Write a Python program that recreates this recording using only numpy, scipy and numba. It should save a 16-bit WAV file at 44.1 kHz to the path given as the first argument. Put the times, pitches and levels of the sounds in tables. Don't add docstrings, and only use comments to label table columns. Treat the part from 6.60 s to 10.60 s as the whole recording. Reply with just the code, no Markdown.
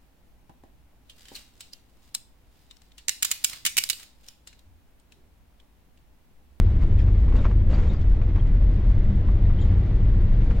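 import sys
import numpy as np
from scipy import signal
from scipy.fft import rfft, irfft
from scipy.io import wavfile
from scipy.ndimage import uniform_filter1d
from numba import njit

SR = 44100
rng = np.random.default_rng(int(sys.argv[2]) if len(sys.argv) > 2 else 0)


def output_pcm(signal):
    pcm = np.clip(np.atleast_2d(signal).T, -1, 1) * 32767
    wavfile.write(sys.argv[1], SR, np.round(pcm).astype(np.int16))


N = 176400
SPREAD = 0.33
TAP_ATTACK_S = 0.00089


def undb(db):
    return 10 ** (np.asarray(db) / 20)


def curve(rows):
    return np.interp(np.arange(N) / SR, *np.array(rows).T)


def bins():
    return np.maximum(np.arange(N // 2 + 1) * SR / N, 1e-3)


def colour(points):
    hz, db = np.array(points).T
    return undb(np.interp(np.log(bins()), np.log(hz), db))


def resonance(hz, width_hz):
    return 1 / (1 + ((bins() / hz - hz / bins()) * hz / width_hz / 2) ** 2)


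def noise(gain):
    x = irfft(rfft(rng.standard_normal(N)) * gain, N)
    return x / x.std()


def burst(start_s, attack_s, decay_s, hold_s=0):
    age = np.arange(N) / SR - start_s
    return np.clip(age / attack_s, 0, 1) * np.exp(-np.maximum(age - attack_s - hold_s, 0) / decay_s)


def contacts(per_s, decay_s, scatter_db=0):
    hits = (rng.random(N) < per_s / SR) * undb(scatter_db * rng.uniform(-0.61, 1, N))
    power = signal.lfilter([1], [1, -np.exp(-2 / (decay_s * SR))], hits ** 2)
    return np.sqrt(power / power.mean())


# frequency_hz, left_minus_right_db
LEFT_LEAD = [(30, 1.6), (125, 0.5), (350, 1.5), (700, 2), (1400, 2.5), (2600, 4), (5000, 1.5), (9000, 0)]

def sides(mid, side):
    lead = np.sqrt(colour(LEFT_LEAD))
    spectra = rfft(np.array([mid + side, mid - side]))
    return irfft(spectra * np.array([lead, 1 / lead]), N)


def wide(gain, spread=SPREAD):
    return sides(noise(gain), spread * noise(gain))


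# pitch_hz, nominal_width_hz, level_db
BODY_MODES = [(17.84, 3.4, -25), (28.5, 7.1, -24), (41.66, 11.9, -20), (169.7, 24, -44), (262, 34, -51.5),
              (344, 54, -49)]
# time_s, gain_db
BODY_SWELL = [(0, 1), (.7, 2.5), (1.3, -2), (1.8, 1), (2.7, 0.5), (3.3, 1.5), (4, 0)]
# time_s, level_db
DRONE_LEVEL = [(0, -23.5), (.55, -22.5), (.8, -27), (1.05, -23), (1.5, -26.5), (2.1, -28.5), (2.7, -24.5),
               (3.2, -22.5), (3.6, -26.5), (4, -33)]
# time_s, level_db
TYRE_AIR_LEVEL = [(0, -46), (.8, -43), (1.5, -44), (2.1, -42), (2.6, -36.5), (3.2, -40.5), (4, -37)]

def boom():
    body = sum(undb(db) * noise(resonance(hz, width * 0.79)) for hz, width, db in BODY_MODES)
    drone = undb(curve(DRONE_LEVEL)) * noise(resonance(hz=90.26, width_hz=11))
    tyre_air = undb(curve(TYRE_AIR_LEVEL)) * noise(resonance(hz=201.5, width_hz=13))
    return undb(curve(BODY_SWELL)) * body + drone + tyre_air


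# time_s, turns_per_s
CRANK_SPEED = [(0, 34.9), (.7, 31), (1.6, 37.6), (2.5, 39), (3.3, 36), (4, 37)]
# crank_multiple, first_level_db, last_level_db
ENGINE_ORDERS = [(1, -28.5, -29.5), (2, -20.5, -32), (3, -33, -29.5), (5, -42, -40.5)]

def engine():
    turns = np.cumsum(curve(CRANK_SPEED)) / SR
    out = 0
    for order, first_db, last_db in ENGINE_ORDERS:
        waver_db = 0.86 * noise(resonance(hz=3.7, width_hz=1.1))
        level = undb(np.linspace(first_db, last_db, N) + waver_db)
        out = out + level * np.sin(2 * np.pi * (order * turns + rng.random()))
    return out


# frequency_hz, gain_db
ROAD_TONE = [(12, -9), (25, 5), (60, -2), (105, -2.5), (140, -5.5), (230, -15), (330, -17.5), (430, -24.5),
             (580, -27.5), (800, -33), (1050, -37.5), (1500, -40), (2050, -40), (2600, -46), (3500, -48.5),
             (4500, -55), (7000, -69), (9000, -85), (14000, -104)]
# frequency_hz, gain_db
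HISS_TONE = [(20, 13.5), (90, 7.5), (150, -3), (330, -2), (600, -6.5), (1000, -8), (1500, -11.5),
             (2050, -11), (2600, -15.5), (3500, -17), (4500, -23), (7000, -30), (9000, -48.5), (14000, -80)]
# pitch_hz, width_hz, level_db
PANEL_MODES = [(476.8, 14, -54), (606, 22, -58.5), (1090, 69, -68), (1965, 84, -67.5), (2130, 56, -72),
               (3220, 32, -88.5)]
# time_s, gain_db
RUSH_SWELL = [(0, -1), (.7, -1), (1.0, -3.5), (1.55, -2), (2.3, -0.5), (2.8, -1), (3.1, 1), (3.5, -0.4),
              (4, 1.5)]

def road_rush():
    panels = sum(undb(db) * noise(resonance(hz, width)) for hz, width, db in PANEL_MODES)
    road = undb(-26) * noise(colour(ROAD_TONE))
    hiss = undb(-49) * noise(colour(HISS_TONE))
    flicker_db = 0.72 * noise(resonance(hz=13, width_hz=5.2))
    return sides(road + panels, hiss) * undb(curve(RUSH_SWELL) + flicker_db)


# time_s, level_db
TRIM_LEVEL = [(0, -71.5), (.25, -71.5), (.5, -72), (.9, -72.5), (1.0, -79.5), (1.3, -72.5), (1.55, -77.5),
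              (1.88, -74.5), (2.03, -90), (2.15, -75), (2.6, -74), (2.87, -82), (3.1, -72), (3.22, -75.5),
              (3.7, -77), (4, -65.5)]
# start_s, level_db
TRIM_SLIPS = [(1.871, -62), (2.113, -62), (2.139, -61.5), (2.298, -67), (2.346, -62.5), (2.713, -63.5),
              (3.258, -62), (3.358, -64.5), (3.485, -65), (3.609, -64.5), (3.840, -64), (3.865, -68),
              (3.913, -65)]
# frequency_hz, gain_db
TRIM_TONE = [(1000, -19.5), (3000, 3), (5000, 0), (7300, -3.5), (8600, -9), (10500, -12.5), (12000, -24),
             (15000, -41.5)]

def trim(decay_s=0.0042):
    chatter = undb(curve(TRIM_LEVEL)) * contacts(per_s=420, decay_s=decay_s, scatter_db=4)
    slips = sum(undb(db) * burst(start, TAP_ATTACK_S, decay_s) for start, db in TRIM_SLIPS)
    return (chatter + slips) * wide(colour(TRIM_TONE))


# start_s, level_db, hold_s, decay_s
JOLTS = [(0.201, -45, 0.014, 0.0098), (0.735, -45.5, 0.073, 0.1), (1.083, -41.5, 0.072, 0.11),
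         (1.205, -53, 0.11, 0.034), (2.985, -50.5, 0.053, .07)]
# frequency_hz, gain_db
RATTLE_TONE = [(100, -12.5), (320, 2), (480, 12.5), (700, -1.5), (1100, 0), (1600, -6), (2200, -7),
               (3000, -13), (3800, -14), (5000, -21), (7500, -24.5), (8800, -45.5), (14000, -75)]

def rattles():
    shake = sum(undb(db) * burst(start, attack_s=0.021, decay_s=decay, hold_s=hold)
                for start, db, hold, decay in JOLTS)
    return shake * contacts(per_s=420, decay_s=0.014) * wide(colour(RATTLE_TONE))


# start_s, level_db
TICKS = [(0.385, -54), (0.4, -59.5), (.598, -63), (.763, -50), (.814, -59.5), (1.108, -55), (1.412, -54.5),
         (1.495, -60.5), (1.758, -59)]
# frequency_hz, gain_db
TICK_TONE = [(300, -32.5), (1400, -0.5), (1800, 2), (2200, -3), (2800, 2.5), (3500, -1.5), (4500, -4),
             (6000, -10.5), (7600, -9.5), (8800, -26), (14000, -52)]

def ticks():
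    taps = sum(undb(db) * burst(start, TAP_ATTACK_S, decay_s=0.02) for start, db in TICKS)
    return taps * wide(colour(TICK_TONE))


# start_s, pitch_hz, level_db, decay_s
CLINKS = [(0.388, 1820, -45, 0.015), (0.385, 2450, -47.5, 0.01), (0.387, 3230, -51, 0.01),
          (.393, 5200, -60, .014), (.789, 3700, -51, 0.0084), (1.0, 3200, -55, .007),
          (1.137, 4710, -47, 0.01), (1.286, 7140, -63, 0.01), (1.295, 3670, -50, 0.018),
          (1.334, 4810, -58, 0.013), (1.361, 4800, -58.5, 0.013), (1.792, 3250, -53, 0.012),
          (2.986, 3220, -49, 0.013)]

def clinks():
    out = 0
    for start, hz, db, decay in CLINKS:
        band = wide(resonance(hz, width_hz=85), spread=0.7)
        ring = np.sqrt(2) * np.cos(np.angle(signal.hilbert(band)))
        out = out + undb(db) * burst(start, attack_s=0.003, decay_s=decay) * ring
    return out


# start_s, level_db, tilt_db_per_octave
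KNOCKS = [(0.48, -41.5, -2), (.682, -43, 0), (0.723, -39, -0.5), (0.754, -35, -3), (0.788, -39, -1),
          (0.845, -36.5, 0.5), (0.852, -30, -1.3), (0.863, -35.5, -2), (0.911, -38.5, -1.5),
          (1.132, -35.5, -3.5), (1.186, -42.5, 4), (1.227, -41, 1), (1.439, -39, -5.5), (1.615, -38.5, -1),
          (1.759, -39, -0.7), (1.779, -37.5, -2), (2.303, -44.5, -2), (2.685, -35, -3.5), (2.897, -40, -2),
          (3.908, -38.5, -.3)]
# frequency_hz, gain_db
KNOCK_TONE = [(100, -3), (350, 3.5), (700, 0), (1150, 5.5), (1500, -2), (2400, -5.5), (3200, -14.5),
              (4500, -22.5), (7000, -30.5), (8800, -50), (14000, -78.5)]

def knocks(pivot_hz=1000):
    tone = colour(KNOCK_TONE)
    octaves = np.log2(np.maximum(bins() / pivot_hz, 0.1))
    out = 0
    for start, db, tilt in KNOCKS:
        blow = wide(tone * undb(tilt * octaves))
        out = out + undb(db) * burst(start, TAP_ATTACK_S, decay_s=0.0089) * blow
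    return out


# start_s, level_db, tilt_db_per_octave
THUMPS = [(0.733, -21, -1), (0.774, -21.5, 1.5), (1.098, -31.5, 3.5), (1.126, -27, 4), (1.184, -33, 4.5)]
# frequency_hz, gain_db
THUMP_TONE = [(15, 11), (35, 14.5), (90, -2), (140, -12.5), (220, -5.5), (340, -16), (520, -12.5),
              (800, -28), (2000, -44), (8000, -82)]
# pitch_hz, level_against_thump_db, decay_s
WHEEL_MODES = [(204.5, -5, 0.02), (252, -7, 0.026), (425, -20, 0.035), (496, -20.5, 0.029)]

def joint_thumps(attack_s=0.006, pivot_hz=200):
    t = np.arange(N) / SR
    tone = colour(THUMP_TONE)
    octaves = np.log2(np.clip(bins() / pivot_hz, 0.5, 4))
    out = 0
    for start, db, tilt in THUMPS:
        thud = noise(tone * undb(tilt * octaves)) * burst(start, attack_s, decay_s=0.05)
        ring = sum(undb(mode_db) * burst(start, attack_s, decay) * np.sin(2 * np.pi * hz * (t - start))
                   for hz, mode_db, decay in WHEEL_MODES)
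        out = out + undb(db) * (thud + ring)
    return out


# pitch_hz, width_hz, level_db
SQUEAK_MODES = [(3220, 120, -53.5), (3680, 260, -55.5), (7080, 150, -59.5), (6950, 500, -64),
                (10600, 400, -78)]

def squeak():
    ring = sum(undb(db) * wide(resonance(hz, width)) for hz, width, db in SQUEAK_MODES)
    return burst(start_s=3.006, attack_s=0.014, decay_s=0.014) * ring


def scene(left_lead_db=0.93):
    balance = undb(np.array([[left_lead_db], [-left_lead_db]]) / 2)
    bass = (engine() + boom() + joint_thumps()) * balance
    return bass + road_rush() + knocks() + rattles() + ticks() + clinks() + squeak() + trim()


@njit
def follow(x, attack_s, release_s):
    out, level = np.empty(len(x)), 2 * x.mean()
    for i in range(len(x)):
        level += (x[i] - level) / (SR * (attack_s if x[i] > level else release_s))
        out[i] = level
    return out


def record(dry, bass_hz=278, limit_db=-10.5, ratio=5.5, fade_s=0.008, top_hz=15700):
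    bass = signal.sosfiltfilt(signal.butter(2, bass_hz, fs=SR, output="sos"), dry)
    peak = follow(np.abs(bass).max(axis=0), attack_s=0.0014, release_s=0.045)
    gain = np.minimum(1, undb(limit_db) / (peak + 1e-9)) ** (1 - 1 / ratio)
    held = dry - bass + bass * uniform_filter1d(gain, size=400)
    remaining_s = np.arange(N)[::-1] / SR
    fade = np.sin(np.pi / 2 * np.minimum(1, remaining_s / fade_s)) ** 2
    lowpass = signal.ellip(8, 0.2, 70, top_hz, fs=SR, output="sos")
    return signal.sosfilt(lowpass, held * fade)


dry = scene()
out = record(dry)
output_pcm(out)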